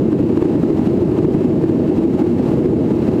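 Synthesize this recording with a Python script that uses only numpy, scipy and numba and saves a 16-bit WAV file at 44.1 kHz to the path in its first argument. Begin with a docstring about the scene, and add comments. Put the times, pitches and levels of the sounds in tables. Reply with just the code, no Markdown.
"""A low, surging boom fills an airliner cabin in the climb, by a window behind the wing.
Jet roar and air along the skin shake the wall panels to make it. Vents and the boundary layer
hiss above it, with faint fan and turbine whines. A small camera's gain control rides the boom's
peaks, so the hiss pumps, and the highest peaks clip. Source levels are ahead of that gain."""
import sys
import numpy as np
from scipy import signal
from scipy.fft import rfft, irfft
from scipy.io import wavfile
from scipy.ndimage import uniform_filter1d
from numba import njit

SR = 44100
rng = np.random.default_rng(int(sys.argv[2]) if len(sys.argv) > 2 else 0)


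def bounce(signal):
    """Save signal as a 16-bit WAV file at the path given by the first command-line argument."""
    frames = np.transpose(np.atleast_2d(signal))
    limited = np.clip(frames, -1, 1)
    pcm = np.round(limited * 32767).astype(np.int16)
    wavfile.write(sys.argv[1], SR, pcm)


N = 141120  # 3.2 s


def undb(db):
    """Decibels to amplitude gain."""
    return 10 ** (np.asarray(db) / 20)


def wander(rate_hz):
    """Random steps at rate_hz, smoothed twice; zero mean, unit spread."""
    hold = int(SR / rate_hz)
    steps = np.repeat(rng.standard_normal(200), hold)[:N + hold]
    curve = uniform_filter1d(uniform_filter1d(steps, hold), hold)[:N]
    return (curve - curve.mean()) / curve.std()


def shaped_noise(spectrum, rms_db):
    """Noise with the given spectrum, falling 30 dB per octave beyond its ends."""
    hz, shape_db = np.array(spectrum).T
    octave = np.log2(np.fft.rfftfreq(N, 1 / SR) + 1)
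    octaves_outside = np.maximum(np.log2(hz[0]) - octave, 0) + np.maximum(octave - np.log2(hz[-1]), 0)
    response_db = np.interp(octave, np.log2(hz), shape_db) - 30 * octaves_outside
    noise = irfft(rfft(rng.standard_normal(N)) * undb(response_db), N)
    return noise * undb(rms_db) / noise.std()


def wavering_phase(hz, waver):
    """Phase in radians of a tone whose pitch drifts by the fraction waver."""
    return 2 * np.pi * np.cumsum(hz * (1 + waver * wander(rate_hz=3.2))) / SR


def whine(phase, rms_db):
    """Sine whose level flickers by about 2 dB."""
    return np.sqrt(2) * undb(rms_db + 2 * wander(rate_hz=8)) * np.sin(phase)


# Each row: multiple of the blade rate, rms level in dB.
FAN_HARMONICS = [(1, -68.5), (2, -70)]
def fan_whine(blade_hz=1936.5):
    """Engine fan: faint harmonics of the blade-passing rate."""
    phase = wavering_phase(blade_hz, waver=.0012)
    return sum(whine(multiple * phase, db) for multiple, db in FAN_HARMONICS)


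# Each row: frequency in Hz, rms level in dB, pitch waver as a fraction.
TURBINE_TONES = [(1770, -63, .002), (6938, -73, .0015), (7116, -77, .002)]
def turbine_whine():
    """Turbine: thin tones, each wavering on its own."""
    return sum(whine(wavering_phase(hz, waver), db) for hz, db, waver in TURBINE_TONES)


# Each row: frequency in Hz, relative spectral density in dB.
HISS_SPECTRUM = [(410, -31), (700, -0.5), (747, -4.5), (818, 1.5), (968, -6), (1450, -15), (1950, -18.5),
                 (2160, -17.5), (2400, -21), (2660, -18), (3500, -27), (3980, -25.5), (5960, -33.5),
                 (7720, -34), (10500, -42), (12500, -40), (15600, -47.5)]
def airflow_hiss(rms_db=-35, wander_db=.49):
    """Smooth rush of air from the vents and the boundary layer."""
    return shaped_noise(HISS_SPECTRUM, rms_db) * undb(-wander_db * wander(rate_hz=5.3))


# Each row: frequency in Hz, relative spectral density in dB.
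PANEL_SPECTRUM = [(13, -61), (22, -30.5), (38, -33), (52, -24), (70, -19), (80, -12), (120, -8.5),
                  (130, -5.5), (180, -5), (202, -6), (235, -2), (280, -5), (325, 1.5), (365, -3),
                  (435, -11.5), (487, -12), (565, -20.5), (636, -17.5), (695, -33), (760, -36.5),
                  (990, -57)]
def panel_roar(rms_db=-12, leveling_s=.035, leveling_share=.7, headroom_db=9.5):
    """Wall panels shaken by jet roar and airflow: low noise, its swells evened out and softly capped."""
    roar = shaped_noise(PANEL_SPECTRUM, rms_db)
    relative_power = uniform_filter1d(roar ** 2, int(leveling_s * SR)) / undb(2 * rms_db)
    roar = roar / relative_power ** (leveling_share / 2)
    swell = np.abs(signal.hilbert(roar)) / undb(rms_db + headroom_db)
    return roar / (1 + swell ** 4) ** .25


# Each row: crest time in seconds, peak level in dB, pitch in Hz, preceding lull in dB.
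ROAR_PEAKS = [(.131, -4, 318, -7), (.206, -6.5, 313, -6), (.305, -4.5, 335, -6.5), (.378, -6, 334, -7),
              (.427, -4, 339, -5.5), (.459, -5, 333, -4.5), (.557, -4, 278, -3.5), (.637, -4.5, 296, -5),
              (.704, -4, 340, -3), (.796, -5.5, 250, -6.5), (.873, -5, 252, -5.5), (1.024, -5.5, 323, -5),
              (1.189, -5, 307, -7), (1.254, -4, 331, -3.5), (1.288, -3.5, 339, -2), (1.35, -4.5, 250, -6.5),
              (1.455, -3.5, 298, -5.5), (1.641, -4.5, 339, -3.5), (1.699, -5.5, 343, -6.5),
              (1.898, -4, 318, -5.5), (1.986, -7, 282, -5), (2.055, -3, 319, -3.5), (2.151, -4, 299, -4.5),
              (2.22, -4.5, 295, -4), (2.403, -4, 248, -4.5), (2.658, -4, 320, -3.5), (2.919, -4.5, 230, -4),
              (3.089, -5, 235, -4.5)]
def surging_boom(rise_s=.0035, fall_s=.007, lull_lead_s=.02, lull_width_s=.011, wander_db=1.37):
    """Again and again the low roar dips briefly, then swells to a short, loud, pitched peak."""
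    crest_s, peak_db, pitch_hz, lull_db = np.array(ROAR_PEAKS).T[:, :, None]
    since_s = np.arange(N) / SR - crest_s
    envelopes = np.exp(-(since_s / np.where(since_s < 0, rise_s, fall_s)) ** 2)
    polarity = rng.choice([-1, 1], (len(crest_s), 1))
    peaks = polarity * undb(peak_db) * envelopes * np.cos(2 * np.pi * pitch_hz * since_s)
    dips_db = lull_db * np.exp(-((since_s + lull_lead_s) / lull_width_s) ** 2)
    roar = panel_roar() * undb(dips_db.sum(0) + wander_db * wander(rate_hz=9.9))
    crossfade = np.prod(1 - envelopes ** 2, axis=0) ** .5  # the noise gives way to each peak
    return roar * crossfade + peaks.sum(0)


def scene():
    """Mono sum at the window seat."""
    return (surging_boom() + airflow_hiss() + fan_whine() + turbine_whine())[None]


@njit
def follow(x, attack_s, release_s):
    """Envelope of the rectified signal, with separate rise and fall times."""
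    level = np.mean(np.abs(x))
    envelope = np.empty(len(x))
    for i in range(len(x)):
        gap = abs(x[i]) - level
        level += gap / (SR * (attack_s if gap > 0 else release_s))
        envelope[i] = level
    return envelope


def record(dry):
    """Gain control ducks on each swell and recovers; remaining peaks clip, then the top treble is cut."""
    unity_gain_db, ratio, clip_level, cutoff_hz = -16, 7, .5, 15660
    envelope = follow(dry[0], attack_s=.008, release_s=.012)
    envelope = follow(envelope, attack_s=.004, release_s=.004)
    gain = (undb(unity_gain_db) / (envelope + 1e-6)) ** (1 - 1 / ratio)
    clipped = np.clip(dry[0] * gain, -clip_level, clip_level)
    lowpass = signal.ellip(10, .1, 80, cutoff_hz, fs=SR, output="sos")
    settled_state = signal.sosfilt_zi(lowpass) * clipped[0]
    filtered, _ = signal.sosfilt(lowpass, clipped, zi=settled_state)
    return filtered[None]


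dry = scene()
out = record(dry)
bounce(out)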